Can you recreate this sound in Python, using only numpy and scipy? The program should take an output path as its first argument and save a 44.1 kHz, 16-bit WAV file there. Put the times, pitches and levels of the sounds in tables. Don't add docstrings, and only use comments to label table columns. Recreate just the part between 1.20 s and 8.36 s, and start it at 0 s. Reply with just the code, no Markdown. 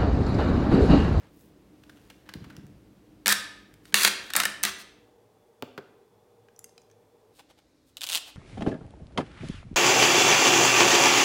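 import sys
import numpy as np
from scipy import signal
from scipy.fft import rfft, irfft
from scipy.io import wavfile

SR = 44100
rng = np.random.default_rng(int(sys.argv[2]) if len(sys.argv) > 2 else 0)


def pcm_store(signal):
    levels = np.round(np.clip(np.atleast_2d(signal), -1, 1) * 32767)
    wavfile.write(sys.argv[1], SR, levels.astype(np.int16).T)


N = 315756
TIME_S = np.arange(N) / SR
SIZE = 8192
HZ = np.maximum(np.arange(SIZE // 2 + 1) * SR / SIZE, 1)

# frequency in Hz, density in dB per Hz.
LOUNGE_AIR = [(25, -16), (55, -1), (80, -6.5), (130, -5.5), (290, -8.5), (450, -10), (700, -18.5),
              (1400, -26), (3300, -30), (7000, -36.5), (16000, -39.5)]
FAN_AIR = [(15, -70.5), (25, -23.5), (97, -18), (137, -18), (185, -14.5), (317, -16.5), (476, -4),
           (531, -20.5), (607, -11.5), (677, -21), (775, -15.5), (1400, -30), (3430, -37), (3820, -36.5),
           (16000, -43)]
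KITCHEN_AIR = [(15, -63), (25, -39), (49, -8), (206, -18), (309, -5.5), (354, -18.5), (516, -15),
               (734, -26), (2350, -32.5), (3160, -36), (3820, -29.5), (16000, -47.5)]
LOUNGE_LEVEL_DB, FAN_LEVEL_DB, KITCHEN_LEVEL_DB = -59.2, -61.8, -64.5
# frequency in Hz, width in Hz, level in dB.
DUCT_HUMS = [(105, 5.5, -70.5), (201, 14, -66), (300, 18, -61.5)]
FAN_HUMS = [(108.5, 3.3, -72.5), (474, 8.2, -71.5), (764, 30, -77.5), (3440, 83, -87)]
# frequency in Hz, T60 in seconds.
ROOM_T60_S = [(100, 0.31), (400, 0.9), (1000, 0.62), (2800, 0.66), (7000, 0.45), (15000, 0.22)]

# middle in s, half length in s, level in dB, tilt in dB per octave.
BRUSHES = [(.02, 0.048, -58.5, -6.5), (.21, 0.056, -64, 5.5), (.83, 0.17, -68, -0.5),
           (1.28, 0.14, -61.5, -5.5), (2.68, 0.027, -60, 0), (3.06, 0.033, -53, -1.5)]
# frequency in Hz, density in dB per Hz.
CLOTH = [(200, -7), (800, -4.5), (1800, 1), (4000, -1.5), (8000, -6), (16000, -8)]

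# time in seconds, energy in dB.
TICKS = [(6.7695, -13.5), (6.8090, -15), (6.8169, -8.5), (6.8294, -16), (6.8344, -7.5), (6.8399, -7),
         (6.8663, -13), (6.8711, -10.5), (6.8846, -30), (6.8892, -6.5), (6.8968, -9), (6.9000, -6)]
# time in seconds, energy of each break in dB.
UNZIP_FORCE = [(6.9136, -10), (6.9565, -1.5), (6.9785, -11)]
# frequency in Hz, density in dB per Hz.
CARD = [(80, -30), (250, -18), (700, -6.5), (1300, -6.5), (2100, -7.5), (2900, 1), (4000, -1), (5400, -6),
        (8000, -4), (11000, -8.5), (16000, -12.5)]
TICK_RATTLE_MS, TICK_TILT_DB_PER_OCT, TICK_HZ = 0.9, 1.7, 3500
FIBRE_LAG_S, FIBRE_HALF_S, FIBRE_REL_DB, FIBRE_TILT_DB_PER_OCT = 0.009, 0.0043, -33, -1.04
# middle in s, half length in s, level in dB, tilt in dB per octave.
RUBS = [(6.18, 0.025, -62.5, 3), (6.2, 0.0077, -49.5, -2.5), (6.308, 0.01, -56.5, -2),
        (6.39, 0.01, -60.5, -2), (6.69, 0.021, -69, 5), (7.083, 0.018, -49.5, 0.5)]
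# frequency in Hz, density in dB per Hz.
FINGERS = [(150, -12.5), (450, -8), (780, 2), (1200, -7.5), (2000, -9), (3400, -3.5), (6000, -11.5),
           (9000, -12), (16000, -20)]

# time in seconds, energy in dB, rattle in ms.
POPS = [(5.2853, -34, 3), (5.3627, -35, 1.2), (5.3918, -21, 0.91), (5.4428, -18.5, 0.95),
        (5.5788, -26.5, 1.82)]
# frequency in Hz, density in dB per Hz.
FILM = [(300, -25), (1500, -6.5), (4000, -17), (6000, -6.5), (10000, -13.5), (16000, -17)]
FIZZ_START_S, FIZZ_END_S, FIZZ_DB, FIZZ_MS = 5.48, 5.78, -38.5, 1.54
# time in s, energy in dB, tilt in dB per octave,
# rattle in ms, resonance in Hz.
SLAPS = [(4.4230, -7.5, 1, 1.26, 855), (4.4275, -7.5, -7, 8.5, 241.6), (4.5767, -10, -1, 5.5, 1557),
         (4.584, -11.5, -3.5, 9.6, 400)]
# frequency in Hz, density in dB per Hz.
PAIL = [(50, -29), (130, -2.5), (260, -2), (450, 0.5), (800, -7.5), (1400, -6), (1900, -11), (4400, -16.5),
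        (6500, -25.5), (10000, -34.5), (16000, -25)]

# time in seconds, energy in dB, rattle in ms.
CLINKS = [(.636, -31, 5.2), (.695, -24, 8.3), (.771, -34.5, 4.9), (.9005, -22.5, 5), (1.0897, -16.5, 8.7),
          (1.1378, -15.5, 3.4), (1.2415, -24.5, 11.5), (1.300, -23, 8.9), (1.3662, -25, 2.4),
          (1.467, -36.5, 1.7), (2.54, -31, 1.5)]
# middle in s, half length in s, level in dB, tilt in dB per octave.
SCRAPES = [(.907, .006, -54.5, -2), (1.072, 0.011, -60, -4)]
# frequency in Hz, density in dB per Hz.
BLADE = [(200, -11), (600, -8.5), (850, -1), (1150, -7), (1620, 2), (2100, -3.5), (2900, -3), (4500, -7),
         (8000, -15), (16000, -17)]
# time in seconds, energy in dB, rattle in ms, resonance in Hz.
THUDS = [(1.148, -8.5, 21, 170), (1.372, -11.5, 35, 195.7)]
# frequency in Hz, density in dB per Hz.
CARPET = [(30, -16.5), (70, -2), (120, -1), (175, -2), (300, -6.5), (450, -18.5), (900, -35), (4000, -64)]
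BOUNCE_S, BOUNCE_LOSS_DB, BOUNCE_SOFTER = 0.055, 3.5, 1.42

# time in seconds, energy in dB, rattle in ms.
SNAPS = [(2.0595, 3, 2.6), (2.0691, 3.5, 2.6), (2.0799, 9, 1.03), (2.09, 3.5, 1.6), (2.1248, 6.5, 2.2),
         (2.654, -26.5, 3.4), (2.723, -22, 6.4), (2.7423, 12, 2.67), (2.8336, 5, 1.2), (2.8484, 12.5, 2.56),
         (2.875, 5.5, 3), (3.1022, -11, 4.4), (3.1354, -2.5, 1.9), (3.1520, 1.5, 4.8), (3.1641, 9.5, 0.76),
         (3.1688, 1.5, 0.59), (3.2010, 5.5, 2.3), (3.2346, -0.5, 3.2), (3.2532, 5.5, 3.1),
         (3.4309, -2, 0.64), (3.4359, 6.5, 0.98), (3.4511, 3, 1.6)]
# start in s, end in s, level in dB,
# tilt in dB per octave, resonance in Hz.
RIPS = [(2.092, 2.125, -20.5, 0.5, 1700), (2.751, 2.885, -23.5, 0.3, 2291), (3.159, 3.225, -29, -4, 795),
        (3.441, 3.499, -32.5, -1.9, 3500), (3.583, 3.626, -48.5, 1, 3500)]
# frequency in Hz, density in dB per Hz.
PLASTIC = [(60, -27.5), (150, -18.5), (400, -9.5), (700, -9.5), (1100, -3.5), (1650, 5.5), (2400, -1.5),
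           (4200, 0.5), (5600, -4), (8000, -4), (11000, -7), (16000, -12.5)]
RECOIL_LAG_S, RECOIL_LOSS_DB = 0.002, 8
RECOIL_TILT_DB_PER_OCT, RECOIL_RATTLE_MS, RECOIL_HZ = -2.5, 4.4, 710
# frequency in Hz, energy in dB,
# T60 in seconds; all are raised by RIM_GAIN_DB.
RIM_MODES = [(1250, -11, 0.58), (1295, -12, 0.21), (1424, -14, 0.21), (1543, -8, .28), (1750, -9.5, 0.38),
             (1737, -6.5, .36)]
RIM_START_S, RIM_GAIN_DB = 2.081, 4.5
# frequency in Hz, relative energy in dB, T60 in seconds.
HOLLOW_MODES = [(204, -1, 0.22), (285, -12.5, 0.099), (385, -6.5, 0.29)]
# time in seconds, gain on the hollow modes in dB.
FLEXES = [(2.061, -6.5), (2.091, -8), (2.732, -5), (2.850, -6.5), (3.166, -14), (3.261, -14), (3.44, -10)]


def from_db(db):
    return 10 ** (np.asarray(db) / 20)


def unit_energy(x):
    return x / np.sqrt(np.sum(x ** 2) + 1e-20)


def rms_one(x):
    return unit_energy(x) * np.sqrt(len(x))


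def at_hz(points, hz):
    table_hz, value = np.transpose(points)
    return np.interp(np.log(hz), np.log(table_hz), value)


def add(track, start_s, sound):
    i = max(round(start_s * SR), 0)
    track[i:i + len(sound)] += sound[:max(N - i, 0)]


def through(x, answer):
    return signal.oaconvolve(x, answer)[:len(x)]


def response(spectrum, tilt_db_per_oct=0, lag_ms=0, extra_db=0):
    tilt_db = tilt_db_per_oct * np.log2(np.maximum(HZ, 500) / 1000)
    log_gain = np.log(from_db(at_hz(spectrum, HZ) + extra_db + tilt_db))
    cepstrum = irfft(log_gain)[:SIZE // 2]
    minimum_phase = 2 * rfft(cepstrum, SIZE).imag
    phase = minimum_phase - 4 * np.pi * lag_ms * np.sqrt(HZ / 1000)
    return unit_energy(irfft(np.exp(log_gain + 1j * phase))[:SIZE // 2])


def spot(hz, peak_db, octaves, ripple_db):
    small = rms_one(np.convolve(rng.standard_normal(len(HZ)), signal.windows.hann(61), "same"))
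    distinct = HZ / (HZ + 600) / (1 + (HZ / 7000) ** 2)
    main_db = peak_db / (1 + (np.log2(HZ / hz) / octaves) ** 2)
    return main_db + ripple_db * small * distinct


def rattle(ms, direct):
    fade = np.exp(-(np.arange(SIZE) / (SR * ms / 1000)) ** 2 / 2)
    burst = rng.standard_normal(SIZE) * fade
    for _ in range(2):
        burst = irfft(np.exp(1j * np.angle(rfft(burst)))) * fade
    burst = unit_energy(burst)
    burst[0] = direct / max(ms, 1)
    return burst


def contacts(rows, cycles, even_ms, tilt_db):
    return [(s, db, tilt_db * np.log2(even_ms / ms), ms, 1000 * cycles / ms) for s, db, ms in rows]


def blows(rows, spectrum, lag_ms, peak_db, octaves, ripple_db=0, direct=0):
    out = np.zeros(N)
    for s, db, tilt_db_per_oct, ms, hz in rows:
        colour_db = spot(hz, peak_db, octaves, ripple_db)
        answer = response(spectrum, tilt_db_per_oct, lag_ms, colour_db)
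        blow = signal.fftconvolve(rattle(ms, direct), answer)
        add(out, s, from_db(db) * unit_energy(blow))
    return out


def grains(count, per_s, spread_db):
    sizes = from_db(spread_db * np.clip(rng.standard_normal(count), -2, 2))
    signed = sizes * rng.choice([-1, 1], count)
    return rms_one(signed * (rng.random(count) < per_s / SR))


def friction(rows, spectrum, per_s, spread_db):
    out = np.zeros(N)
    for middle_s, half_s, db, tilt_db_per_oct in rows:
        start_s = max(middle_s - 3 * half_s, 0)
        t = start_s + TIME_S[:int(6 * half_s * SR) + 2]
        swell = np.exp(-.5 * ((t - middle_s) / half_s) ** 2)
        slips = grains(len(t), per_s, spread_db) * swell
        add(out, start_s, from_db(db) * signal.fftconvolve(slips, response(spectrum, tilt_db_per_oct)))
    return out


def ringing(modes):
    t = TIME_S[:2 * SIZE]
    out = np.zeros(len(t))
    for hz, db, t60_s in modes:
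        out += from_db(db) * unit_energy(np.sin(2 * np.pi * hz * t) * from_db(-60 * t / t60_s))
    return out


def room(x, build_s):
    t, tail = TIME_S[:int(.8 * SR)], 0
    white = rng.standard_normal((2, len(t)))
    edges_hz = np.geomspace(60, 17000, 12)
    for k, band_hz in enumerate(zip(edges_hz, edges_hz[1:])):
        bandpass = signal.butter(2, band_hz, "band", fs=SR, output="sos")
        noise = signal.sosfilt(bandpass, white[k % 2])
        t60_s = at_hz(ROOM_T60_S, np.sqrt(np.prod(band_hz)))
        tail = tail + noise * from_db(-60 * t / t60_s)
    return through(x, unit_energy(tail * (1 - np.exp(-(t / build_s) ** 2))))


def air(spectrum, level_db, hums=()):
    out = from_db(level_db) * rms_one(through(rng.standard_normal(N), response(spectrum)))
    for hz, width_hz, db in hums:
        b, a = signal.iirpeak(hz, hz / width_hz, fs=SR)
        hum = signal.lfilter(b, a, rng.standard_normal(N + SR))[SR:]
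        out = out + from_db(db) * rms_one(hum)
    return out


def background():
    melted = np.clip((TIME_S - 3.4) / 0.57, 0, 1)
    moved = np.clip((TIME_S - 6.125) / 0.022, 0, 1)
    lounge = air(LOUNGE_AIR, LOUNGE_LEVEL_DB, DUCT_HUMS) * np.sqrt(1 - melted)
    fan = air(FAN_AIR, FAN_LEVEL_DB, FAN_HUMS) * np.sqrt(melted * (1 - moved))
    kitchen = air(KITCHEN_AIR, KITCHEN_LEVEL_DB) * np.sqrt(moved)
    return lounge + fan + kitchen


def brushing():
    return friction(BRUSHES, CLOTH, per_s=4500, spread_db=6.5)


def unzip(jitter_s, spread_db, count):
    when_s, force_db = np.transpose(UNZIP_FORCE)
    times_s = np.linspace(when_s[0], when_s[-1], count)
    chance = rng.uniform(-1, 1, (count, 2))
    return [(s + jitter_s * late, np.interp(s, when_s, force_db) + spread_db * loud)
            for s, (late, loud) in zip(times_s, chance)]


def carton_flap():
    breaks = TICKS + unzip(jitter_s=.0012, spread_db=4.0, count=12)
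    ticks = [(s, db, TICK_TILT_DB_PER_OCT, TICK_RATTLE_MS, TICK_HZ) for s, db in breaks]
    fibres = [(s + FIBRE_LAG_S, FIBRE_HALF_S, db + FIBRE_REL_DB, FIBRE_TILT_DB_PER_OCT)
              for s, db in breaks]
    ticking = blows(ticks, CARD, lag_ms=0.33, peak_db=7.5, octaves=0.61, ripple_db=5.5)
    rustle = friction(fibres, CARD, per_s=1100, spread_db=2.5)
    return ticking + rustle + friction(RUBS, FINGERS, per_s=11000, spread_db=9.5)


def fizz(spread_db, spread_octaves, count):
    slots = (np.arange(count) + rng.random(count)) / count
    times_s = FIZZ_START_S + (FIZZ_END_S - FIZZ_START_S) * slots
    return [(s, FIZZ_DB + spread_db * loud, FIZZ_MS * 2 ** (spread_octaves * size))
            for s, (loud, size) in zip(times_s, rng.standard_normal((count, 2)))]


def paint_bubbles():
    small = fizz(spread_db=1.5, spread_octaves=0.45, count=4)
    pops = contacts(POPS + small, cycles=8.1, even_ms=1.18, tilt_db=4)
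    return blows(pops, FILM, lag_ms=0.15, peak_db=16, octaves=0.58, ripple_db=7.5, direct=0.63)


def paint_slaps():
    return blows(SLAPS, PAIL, lag_ms=1.646, peak_db=8.5, octaves=0.14, ripple_db=2.5, direct=0.48)


def bounces(tilt_db_per_oct, count):
    return [(s + k * BOUNCE_S, db - k * BOUNCE_LOSS_DB, tilt_db_per_oct,
             ms * BOUNCE_SOFTER ** k, hz / BOUNCE_SOFTER ** k)
            for s, db, ms, hz in THUDS for k in range(count)]


def dropped_scraper():
    touches = contacts(CLINKS, cycles=14, even_ms=4.7, tilt_db=1.5)
    clinks = blows(touches, BLADE, lag_ms=0.45, peak_db=7.0, octaves=.17, ripple_db=4.5, direct=1.3)
    scrapes = friction(SCRAPES, BLADE, per_s=1000, spread_db=3)
    landings = bounces(tilt_db_per_oct=2.5, count=4)
    return clinks + scrapes + blows(landings, CARPET, lag_ms=2.1, peak_db=7.0, octaves=0.12)


def tear_strip():
    recoils = [(s + RECOIL_LAG_S, db - RECOIL_LOSS_DB, RECOIL_TILT_DB_PER_OCT, RECOIL_RATTLE_MS, RECOIL_HZ)
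               for s, db, _ in SNAPS]
    snaps = contacts(SNAPS, cycles=5.8, even_ms=2.7, tilt_db=3.5)
    out = blows(snaps + recoils, PLASTIC, lag_ms=.8, peak_db=4.0, octaves=0.12, ripple_db=5.0, direct=1.6)
    for start_s, end_s, db, tilt_db_per_oct, hz in RIPS:
        seam = grains(int((end_s - start_s) * SR), per_s=4500, spread_db=5)
        colour_db = spot(hz, peak_db=4.5, octaves=0.12, ripple_db=4.0)
        answer = response(PLASTIC, tilt_db_per_oct, lag_ms=.9, extra_db=colour_db)
        add(out, start_s, from_db(db) * signal.fftconvolve(seam, answer))
    add(out, RIM_START_S, from_db(RIM_GAIN_DB) * ringing(RIM_MODES))
    boom = ringing(HOLLOW_MODES) * (1 - np.exp(-TIME_S[:2 * SIZE] / 0.005))
    for s, db in FLEXES:
        add(out, s, from_db(db) * boom)
    return out


def scene():
    hands = brushing()
    carton = carton_flap()
    bubbles = paint_bubbles()
    slaps = paint_slaps()
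    scraper = dropped_scraper()
    lid = tear_strip()
    sent = from_db(-10) * lid + from_db(-10.5) * scraper + from_db(-14) * carton
    sent += from_db(-12.5) * (slaps + bubbles)
    direct = lid + scraper + hands + slaps + bubbles + carton
    return (direct + room(sent, build_s=0.0035) + background())[None]


def record(dry):
    thin = signal.sosfilt(signal.butter(2, 38, "high", fs=SR, output="sos"), dry)
    rounded = thin / (1 + (thin / .85) ** 6) ** (1 / 6)
    lowpass = signal.ellip(10, .2, 80, 16100, fs=SR, output="sos")
    return signal.sosfilt(lowpass, rounded)


dry = scene()
out = record(dry)
pcm_store(out)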